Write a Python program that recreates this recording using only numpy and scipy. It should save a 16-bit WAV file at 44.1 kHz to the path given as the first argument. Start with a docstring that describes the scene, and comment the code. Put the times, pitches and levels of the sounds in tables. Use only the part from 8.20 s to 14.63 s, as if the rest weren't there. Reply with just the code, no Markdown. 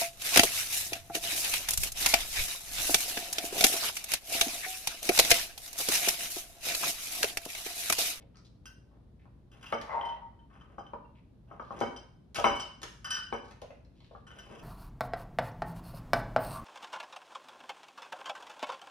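"""A steel muffin tin knocks and clinks on a wooden floor as a dog noses cloth bundles out of it.
Each drop rings the pan's low modes until muzzle and cloth damp them; light touches ring the thin steel
brightly. The tin slides on grit, and once grates and sings as it is dragged. Claws and teeth tick,
cloth rustles and the dog's weight thumps the boards. All is heard from a metre or two away,
in a live room with a low household rumble."""
import sys
import numpy as np
from scipy import signal
from scipy.fft import rfft, irfft, next_fast_len
from scipy.io import wavfile

SR = 44100
rng = np.random.default_rng(int(sys.argv[2]) if len(sys.argv) > 2 else 0)


def generate_wav(sig):
    """Save sig (samples, or channels by samples) to the path in sys.argv[1] as 16-bit PCM at SR."""
    pcm = np.round(np.clip(np.atleast_2d(sig).T, -1, 1) * 32767).astype(np.int16)
    wavfile.write(sys.argv[1], SR, pcm)


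N = 283563
TIME = np.arange(N) / SR
AGE = TIME[:SR]  # seconds since a hit


def undb(db):
    """Decibels to gain."""
    return 10 ** (np.asarray(db) / 20)


def unit(x):
    """Scale to rms 1."""
    return x / np.sqrt(np.mean(x ** 2))


def unit_peak(x):
    """Scale to peak 1."""
    return x / np.abs(x).max()


def noise(size):
    """White noise."""
    return rng.standard_normal(size)


def waver(size, rate_hz):
    """Smooth random wandering, spread near 1."""
    place = np.arange(size) * rate_hz / SR
    knots = noise(int(place[-1]) + 2)
    return np.interp(place, np.arange(len(knots)), knots)


def curve(points, hz):
    """Join (freq_hz, value) points on a log-frequency axis."""
    freq_hz, value = np.transpose(points)
    return np.interp(np.log(np.maximum(hz, 1)), np.log(freq_hz), value)


def eq(x, points):
    """Minimum-phase equaliser through (freq_hz, gain_db) points."""
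    size = next_fast_len(len(x) + 4096, True)
    cepstrum = irfft(np.log(undb(curve(points, np.fft.rfftfreq(size, 1 / SR)))), size)
    cepstrum[1:size // 2] *= 2
    cepstrum[size // 2 + 1:] = 0
    return irfft(rfft(x, size) * np.exp(rfft(cepstrum)), size)[:len(x)]


def resonate(x, hz, width_hz, skirt):
    """Two band-passes in series, the second one skirt times as wide."""
    for band_hz in (width_hz, skirt * width_hz):
        x = signal.lfilter(*signal.iirpeak(hz, hz / band_hz, fs=SR), x)
    return x


def add(track, start_s, x):
    """Mix x into the track at start_s."""
    start = max(int(start_s * SR), 0)
    track[start:start + len(x)] += x[:max(len(track) - start, 0)]


def fade(t60):
    """Exponential decay, 60 dB in t60 seconds."""
    return np.exp(-np.log(1000) * AGE / t60)


def swell(start, end, attack_s, t60):
    """Envelope of a push: it builds, holds until the end and dies away."""
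    attack = np.clip((TIME - start) / attack_s, 0, 1) ** 2
    return attack * np.exp(-np.log(1000) * np.maximum(TIME - end, 0) / t60)


def stroke(x, edge):
    """Ease a rub in and out; edge is the share of it spent fading."""
    return unit(x) * signal.windows.tukey(len(x), edge)


def slips(size, rate_hz, spread_db):
    """Stick-slip: random tiny jerks of very unequal strength."""
    return unit((rng.random(size) < rate_hz / SR) * noise(size) * undb(spread_db * rng.random(size)))


def contact(spectrum, chatter, chatter_t60):
    """One push followed by a brief chatter of the touching surfaces; peak 1."""
    push = chatter * noise(SR // 8) * fade(chatter_t60)[:SR // 8]
    push[0] += 1
    return unit_peak(eq(push, spectrum))


def ring(modes, detune, flutter, flutter_hz):
    """Each blow weights and detunes the modes anew; the loose pan rattles, so every mode flutters."""
    out = np.zeros(SR // 3)
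    for (hz, db, t60), chance in zip(modes, noise((len(modes), 131))):
        scatter_db, bend, polarity = chance[:3]
        knots = chance[3::2] + 1j * chance[4::2]  # complex: both level and phase flutter
        age = AGE[:min(int(t60 * SR), len(out))]
        step = np.exp((2j * np.pi * hz * (1 + detune * bend) - np.log(1000) / t60) / SR)
        partial = undb(db + scatter_db) * np.sign(polarity) * np.cumprod(np.full(len(age), step))
        wobble = 1 + flutter * np.interp(age * flutter_hz, np.arange(len(knots)), knots)
        out[:len(age)] += np.imag(wobble * partial)
    return unit(out)


# body of the knock, the whole pan damped by floor and cloth: pitch_hz, level_db, t60_s
PAN_MODES = [(241.6, -4, 0.17), (342.6, -5, 0.2), (440, -11, 0.16), (502.6, -0.5, 0.14), (573, -1.5, 0.31),
             (670, -8, 0.067), (783, -4, 0.21), (935, -7.5, 0.19), (1034, -3, 0.094), (1130, -1, 0.18),
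             (1186, -3.5, 0.22), (1271, -1, 0.14), (1525, -4.5, 0.33), (1662, -4.5, 0.19), (2190, -8, 0.33),
             (2260, -10.5, 0.56)]
# attack of the knock, pan on wood: freq_hz, gain_db
SLAP_EQ = [(60, -17.5), (230, -7), (450, -1), (1100, 2.5), (1500, -5), (2400, -12.5), (4000, -27),
           (14000, -78.5)]
# the tin drops: start_s, level_db, pitch_hz, treble_db, damping_t60_s, steel_db (its send to clinks)
TIN_DROPS = [(1.525, -18.5, 820, -0.5, 0.41, -19.5), (2.582, -33.5, 850, -12, 0.75, -15.5),
             (2.735, -31.5, 920, -8, 0.078, -30), (3.312, -38, 1090, -12, .1, -27),
             (3.397, -33, 1000, -8, 0.1, -22), (3.507, -30.5, 1000, -17, 0.08, -26.5),
             (3.6124, -18.5, 910, -2.5, 0.65, -19), (4.187, -24, 940, -10.5, 1.4, -38),
             (4.2421, -11.5, 1200, 4, 1.3, -14.5), (4.2517, -22, 1163, 2, 1.3, -5.5),
             (4.291, -41, 950, -4, 1, -7), (5.126, -24, 516, 0.5, 0.49, -14),
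             (5.95, -38.5, 592, -22.5, 0.21, -43)]


def knocks(slap_db=1, ring_db=-25.5, note_db=3):
    """The pan slaps the boards and its low modes ring until damped; the landing spot favours one note."""
    out = np.zeros(N)
    for start, db, hz, treble_db, damping_t60, _ in TIN_DROPS:
        modes = ring(PAN_MODES, detune=0.0048, flutter=0.94, flutter_hz=70)
        blow = undb(ring_db) * modes * fade(damping_t60)[:len(modes)]
        add(blow, 0, undb(slap_db) * contact(SLAP_EQ, chatter=0.23, chatter_t60=0.04))
        blow = eq(blow, [(0.59 * hz, -note_db / 2), (hz, note_db / 2), (1.34 * hz, -note_db / 2)])
        bass_db = 1 + 0.058 * (db + 27.5)  # a harder knock flexes more of the pan and sounds deeper
        tone = [(480, bass_db), (850, 0), (1400, 0), (2400, treble_db)]
        add(out, start, undb(db) * eq(blow, tone))
    return out


# bright, clustered ring of the thin steel: pitch_hz, rim_touch_db, cup_touch_db, t60_s
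STEEL_MODES = [(1216, -10, -4.5, 0.14), (1509, -3, -20, 0.93), (1525, -9.5, -4, 1),
               (1790, -14.5, -14.5, 0.72), (2605, -22, -2, 0.35), (2786, -14.5, 1.5, 0.82),
               (3020, 0.5, -4, 0.7), (3013, 2, -10, 0.89), (3085, 1, -8.5, 0.17), (3290, -18, -1, 0.14),
               (5004, -4.5, -6, 0.7), (5670, -17.5, -8.5, 0.33), (5843, -4.5, -6, 0.47),
               (6500, -28.5, -8.5, 0.2), (7290, -12, -10, 0.22), (8610, -7, -11, 0.16),
               (8710, -16, -13, 0.18), (10210, -22.5, -13.5, 0.4), (11930, -29.5, -17, 0.35)]
# pitch bend of the rim's main cluster: time_s, rise_hz
RIM_BEND = [(1.8, 48.5), (2.6, 44), (3.35, 60), (3.78, 61), (4.24, -5), (4.9, 0.5)]


def steel_modes(time_s, place, rim_hz=3015, span_hz=110):
    """Modes for a touch between rim (0) and cup (1); the dog's weight flexes the rim cluster sharp."""
    hz, rim_db, cup_db, t60 = np.transpose(STEEL_MODES)
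    in_cluster = np.exp(-((hz - rim_hz) / span_hz) ** 2)
    rise_hz = np.interp(time_s, *np.transpose(RIM_BEND)) * in_cluster
    return np.transpose([hz + rise_hz, (1 - place) * rim_db + place * cup_db, t60])


def twins(modes, count=2, spread=0.007, twin_db=-3.5):
    """The cups are alike but not equal, so every mode has weaker near twins."""
    return list(modes) + [(hz * (1 + spread * bend), db + twin_db, t60)
                          for bends in noise((count, len(modes)))
                          for (hz, db, t60), bend in zip(modes, bends)]


def rebounds(x, count=3, rock_s=0.038, scatter_s=0.0014, loss_db=15, dull_db=1.5):
    """Repeat a touch as the pan rocks, weaker and duller each time."""
    out = np.zeros(SR)
    for k, jitter in enumerate(noise(count)):
        add(out, k * rock_s + min(k, 1) * scatter_s * jitter, undb(-k * loss_db) * x)
        x = eq(x, [(4000, 0), (9000, -dull_db)])
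    return out


# attack of a clink: freq_hz, gain_db
CLACK_EQ = [(200, -8.5), (700, -9), (1400, 4), (2200, -5.5), (3000, -5.5), (4000, -4), (5800, -3),
            (7000, -22), (8700, -35.5), (13000, -38)]
# light, hard touches on the steel: start_s, level_db, bass_db, treble_db, place (0 rim, 1 cup)
STEEL_TOUCHES = [(0.456, -47.5, 5, 5, 1), (1.327, -57, 0, -11, 0.99), (1.4583, -46.5, -7, -4.5, 0.93),
                 (1.812, -37.5, -7.5, -24, 0.1), (1.853, -42.5, -9, -9.5, 0.28), (1.888, -42, -1, -13, 0.1),
                 (1.923, -47.5, -10, -18, 0.31), (2.191, -59.5, -1, -19, 0.021), (2.41, -57, 5, -13, 0.26),
                 (2.666, -53.5, -1, -14, 0.18), (3.763, -45.5, 0, 0, 0.054), (4.156, -45, 16, -12, 1),
                 (4.3545, -42.5, -5, 2, 0.5), (4.398, -33.5, -6, 0, 0), (4.8447, -37, 11, 0.5, 0.35),
                 (4.9058, -27.5, 3, 0, 0.21), (4.944, -34, 2.5, 2.5, 0), (4.969, -35, 7, -11.5, 0.12),
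                 (6.067, -54, 13, -2, 0), (6.1047, -46.5, 4, -22, 0.16), (6.187, -45, 3, -3.5, 0.47)]


def clinks(ring_db=-12, held_t60=0.68):
    """Touches wake the steel's high modes at once, knocks more slowly. Returns clacks and ringing."""
    clacks, rings = np.zeros(N), np.zeros(N)

    def strike(start, db, bass_db, treble_db, place, rise_s, clack_db):
        """A clack, and a ring that takes rise_s to spread through the sheet."""
        tone = [(600, bass_db - 8.5), (1500, bass_db), (2800, 0), (3300, 0), (4900, treble_db)]
        clack = eq(contact(CLACK_EQ, chatter=0.47, chatter_t60=0.15), tone)
        add(clacks, start, undb(db + clack_db) * rebounds(clack))
        modes = ring(twins(steel_modes(start, place)), detune=0.0012, flutter=0.75, flutter_hz=85)
        # a gentle touch, or a grip that dulls the treble, shortens the ring
        t60 = held_t60 * undb(0.38 * (db + 34) + 0.4 * min(treble_db, 0))
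        envelope = np.minimum(AGE / rise_s, 1) * fade(t60)
        add(rings, start, undb(db + ring_db) * rebounds(eq(modes * envelope[:len(modes)], tone)))

    for touch in STEEL_TOUCHES:
        strike(*touch, rise_s=0.00028, clack_db=-6)
    for start, db, *_, steel_db in TIN_DROPS:
        strike(start, db + steel_db, bass_db=-1, treble_db=-5, place=0.12, rise_s=0.015, clack_db=-14)
    return clacks, rings


# resonances of the dragged pan: pitch_hz, width_hz, level_db
GRATE_BANDS = [(695, 260, -1.5), (843, 150, 4), (937, 37, 2), (1010, 66, -3.5), (1953, 54, -2.5),
               (2036, 39, -9)]
# the one drag: start_s, end_s, level_db
DRAG_STROKE = (1.6595, 1.774, -35)


def grating():
    """The dragged pan judders across the boards and the jerks drive its resonances."""
    start, end, db = DRAG_STROKE
    jerks = slips(N, rate_hz=750, spread_db=15)
    rasp = sum(undb(band_db) * resonate(jerks, hz, width, skirt=3) for hz, width, band_db in GRATE_BANDS)
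    return undb(db) * unit(rasp) * swell(start, end, attack_s=0.052, t60=0.57)


# the drag sings in fading spurts: start_s, end_s, level_db
SING_SPURTS = [(1.734, 1.782, -33.5), (1.821, 1.932, -38), (2.009, 2.068, -47.5), (2.13, 2.252, -64.5)]


def singing(pitch_hz=924, wander_hz=7):
    """Friction locks on to one mode of the pan, which sings with an unsteady pitch."""
    hz = pitch_hz + wander_hz * waver(N, rate_hz=75)
    tone = unit(np.sin(2 * np.pi * np.cumsum(hz) / SR))
    spurts = [undb(db) * swell(start, end, attack_s=0.013, t60=0.18) for start, end, db in SING_SPURTS]
    return tone * np.max(spurts, axis=0)


# colour of grit under the pan: freq_hz, gain_db
GRIT_EQ = [(100, -10.5), (400, -3.5), (1100, -2.5), (1800, -6), (2800, -6), (4000, -16.5), (6000, -20.5),
           (7800, -33.5), (10000, -18), (14000, -41.5)]
# the tin slides on the boards: start_s, end_s, level_db, bass_db, treble_db
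TIN_SLIDES = [(1.312, 1.44, -61.5, 3.5, -2.5), (1.424, 1.535, -48, -9.5, -6), (2.293, 2.471, -56, -6, -18),
              (2.479, 2.715, -64, 4.5, -17), (3.266, 3.53, -59.5, 5, -18.5),
              (3.513, 3.648, -49.5, 8.5, -10.5), (4.148, 4.204, -37, -15.5, 1), (6.067, 6.32, -58.5, 5, -4),
              (6.282, 6.486, -53, 9.5, -7)]


def slides(trim_db=-3, uneven_db=5.5):
    """Grit under the sliding pan crackles unevenly, and its coarser jolts keep the steel rattling."""
    out = np.zeros(N)
    for start, end, db, bass_db, treble_db in TIN_SLIDES:
        size = int((end - start) * SR)
        grit = slips(size, rate_hz=1400, spread_db=5.5) * undb(uneven_db * waver(size, rate_hz=51))
        jolts = slips(size, rate_hz=300, spread_db=10)
        rattle = sum(undb(mode_db) * resonate(jolts, hz, width_hz=65, skirt=8)
                     for hz, mode_db, _ in steel_modes(start, place=0.89))
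        rub = stroke(unit(eq(grit, GRIT_EQ)) + unit(rattle), edge=0.14)
        add(out, start, undb(db + trim_db) * eq(rub, [(500, bass_db), (1200, 0), (4000, treble_db)]))
    return out


# the muzzle bumps a cloth-filled cup: start_s, level_db
MUZZLE_BUMPS = [(5.419, -36), (5.503, -44), (5.911, -46)]


def bumps(cup_hz=590):
    """A soft push sounds only the hollow note of one cup."""
    out = np.zeros(N)
    for start, db in MUZZLE_BUMPS:
        note = resonate(noise(SR) * fade(t60=0.07), cup_hz, width_hz=150, skirt=4)
        add(out, start, undb(db) * unit_peak(note))
    return out


# colour of a dry claw or tooth click: freq_hz, gain_db
CLICK_EQ = [(100, -8.5), (500, -3.5), (1200, -4), (2200, -6), (4000, -9.5), (6000, -14), (8000, -23),
            (11000, -25), (14000, -40)]
# claws and teeth land in pairs: start_s, level_db, treble_db, second_click_db (against the first)
CLICK_PAIRS = [(1.6136, -38, 3.5, -23.5), (3.59, -51.5, 11, 11), (4.146, -41.5, 13.5, 12),
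               (4.6172, -45, 9, 14), (5.31, -46.5, -2.5, -32), (5.417, -46, 4, -13), (5.506, -48, -10, -29)]


def ticks(trim_db=3, gap_s=0.014, duller_db=5):
    """Claws on wood and teeth on steel: two dry clicks, the second with less bass and treble."""
    out = np.zeros(N)
    for start, db, treble_db, second_db in CLICK_PAIRS:
        for k in range(2):
            click = contact(CLICK_EQ, chatter=0.89, chatter_t60=0.035)
            tone = [(600, -2 - k * duller_db), (2400, 0), (5500, treble_db - k * duller_db)]
            add(out, start + k * gap_s, undb(db + trim_db + k * second_db) * eq(click, tone))
    return out


# tiny snaps: start_s, level_db, pitch_hz
THREAD_SNAPS = [(0.146, -64, 2430), (0.157, -56.5, 4540), (0.1697, -54, 5300), (0.2537, -68, 4130),
                (1.056, -54.5, 960), (5.649, -61, 4100), (5.805, -54.5, 3340), (5.845, -54, 3390)]


def snaps(trim_db=3):
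    """Teeth and threads snap: very short clicks, each with one broad resonance."""
    out = np.zeros(N)
    for start, db, hz in THREAD_SNAPS:
        tone = [(0.055 * hz, -6), (0.69 * hz, 0), (hz, 12), (1.4 * hz, 6), (3 * hz, -16)]
        click = eq(contact(CLICK_EQ, chatter=1, chatter_t60=0.0093), tone)
        add(out, start, undb(db + trim_db) * unit_peak(click))
    return out


# boom of the floor: pitch_hz, width_hz, level_db
FLOOR_MODES = [(48, 14, -5), (82.6, 62, -6), (168, 410, -12.5)]
# the dog's weight lands: start_s, level_db
FLOOR_THUMPS = [(4.179, -33), (4.249, -32), (4.3, -35.5)]


def thumps():
    """A soft, heavy push from the dog booms in the floorboards."""
    out = np.zeros(N)
    for start, db in FLOOR_THUMPS:
        push = noise(SR) * fade(t60=0.24)
        boom = sum(undb(mode_db) * resonate(push, hz, width, skirt=3)
                   for hz, width, mode_db in FLOOR_MODES)
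        add(out, start, undb(db) * unit_peak(boom))
    return out


# cloth drags over the cups: start_s, end_s, level_db, centre_hz, width_ratio (of the centre)
CLOTH_STROKES = [(0, 0.054, -66.5, 500, 0.57), (0, 0.031, -71.5, 2420, 1.06),
                 (0.141, 0.215, -73, 1310, 0.35), (0.162, 0.204, -71, 4860, .3),
                 (0.245, 0.283, -68.5, 4250, 0.6), (0.703, 0.781, -73.5, 695, 1.1),
                 (0.988, 1.062, -77.5, 2150, 0.56), (2.841, 2.87, -76, 2750, 0.015),
                 (2.949, 3, -73, 2420, 0.53), (3.41, 3.54, -76, 4100, 0.63),
                 (5.238, 5.339, -70.5, 4490, 0.81), (5.727, 6.033, -78, 3180, 0.84)]


def rustles(trim_db=1):
    """Fibres catch and let go in one band; a narrow band squeaks."""
    out = np.zeros(N)
    for start, end, db, hz, width_ratio in CLOTH_STROKES:
        fibres = slips(int((end - start) * SR), rate_hz=2500, spread_db=17)
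        band = resonate(fibres, hz, width_ratio * hz, skirt=1)
        add(out, start, undb(db + trim_db) * stroke(band, edge=0.24))
    return out


# stereo image of the direct sound: freq_hz, left_lead_rad, left_over_right_db
STEREO_IMAGE = [(412, -1.2, 3), (850, 1.54, 6.5), (1240, 1.35, 6.5), (1880, 1.5, -1.5), (2950, 0.82, 0),
                (4640, 2.06, 3), (6100, -1.8, 2), (8170, -3, 0), (10200, -7.5, 0.5), (11900, -5.5, -0.5),
                (12800, -9, -1)]


def direct_path(x):
    """Direct sound reaches the two microphones out of step and mostly louder on the left."""
    size = next_fast_len(N + SR, True)
    hz = np.fft.rfftfreq(size, 1 / SR)
    lead_rad, left_db = (curve(np.array(STEREO_IMAGE)[:, [0, k]], hz) for k in (1, 2))
    left = np.exp(0.5j * lead_rad) * undb(left_db / 2)
    return irfft(rfft(x, size) * np.array([left, 1 / left]), size)[:, :N]


def stereo_noise(size, spectrum, side_eq):
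    """Coloured left and right noise; side_eq sets the width at each frequency."""
    mid = eq(noise(size), spectrum)
    side = eq(eq(noise(size), spectrum), side_eq)
    return np.array([mid + side, mid - side])


# reverb decay: freq_hz, t60_s
ROOM_DECAY = [(150, 0.5), (500, 0.48), (1200, 0.55), (3000, 0.52), (12000, 0.51)]


def room(x, gap_s=0.0012, build_s=0.0041, early_db=4, early_t60=0.046):
    """A diffuse tail after a short gap, strongest at first from the near walls, narrow in the bass."""
    side_eq = [(150, -9.5), (300, -9), (600, -3.5), (1000, -2)]
    field = stereo_noise(SR, [(30, 16), (200, 7), (15000, -5)], side_eq)
    hz = np.fft.rfftfreq(SR, 1 / SR)
    tail = 0
    for band_hz, t60 in ROOM_DECAY:
        band = curve([(f, float(f == band_hz)) for f, _ in ROOM_DECAY], hz)
        tail = tail + irfft(rfft(field) * band, SR) * fade(t60)
    tail *= np.clip((AGE - gap_s) / build_s, 0, 1)
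    tail *= 1 + undb(early_db) * fade(early_t60)
    return signal.fftconvolve(x[None], unit(tail) / np.sqrt(SR), axes=1)[:, :N]


# room tone: freq_hz, gain_db
RUMBLE_EQ = [(18, -29.5), (30, -6), (60, -0.5), (220, -7), (415, -19), (900, -31), (2080, -44), (3780, -45),
             (7500, -56.5), (10500, -55), (15000, -62.5)]
# steady tones of a household motor: pitch_hz, level_db
MOTOR_HUM = [(55, -63.5), (119.5, -67.5)]


def room_tone(rumble_db=-57.5, left_over_right_db=1):
    """Steady low rumble and motor hum of the house, with a faint hiss."""
    side_eq = [(50, -13.5), (150, -11.5), (400, -4.5), (1000, -2.5), (8000, 0)]
    rumble = undb(rumble_db) * unit(stereo_noise(N, RUMBLE_EQ, side_eq))
    hum = sum(undb(db) * unit(np.sin(2 * np.pi * (hz * TIME + rng.random()))) for hz, db in MOTOR_HUM)
    return (rumble + hum) * undb(left_over_right_db * np.array([[0.5], [-0.5]]))


def scene():
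    """Tin, dog and cloth arrive directly and, all but the floor thumps, through the room."""
    grate, sing = grating(), singing()
    clack, steel = clinks()
    knock = knocks() + bumps()
    tick = ticks() + snaps() + clack
    rubbing = slides() + rustles() + undb(-2.5) * grate
    direct = knock + tick + steel + rubbing + sing + thumps()
    reverb_send = undb(-3) * (knock + rubbing) + undb(1.5) * tick + undb(-8.5) * steel + undb(-13) * sing
    return direct_path(direct) + room(reverb_send) + room_tone()


def record(dry):
    """The microphones cut the deepest bass and the top."""
    low_cut = signal.butter(4, 36, "highpass", fs=SR, output="sos")
    high_cut = signal.ellip(8, 0.2, 70, 13500, fs=SR, output="sos")
    return signal.sosfilt(high_cut, signal.sosfilt(low_cut, dry))


dry = scene()
out = record(dry)
generate_wav(out)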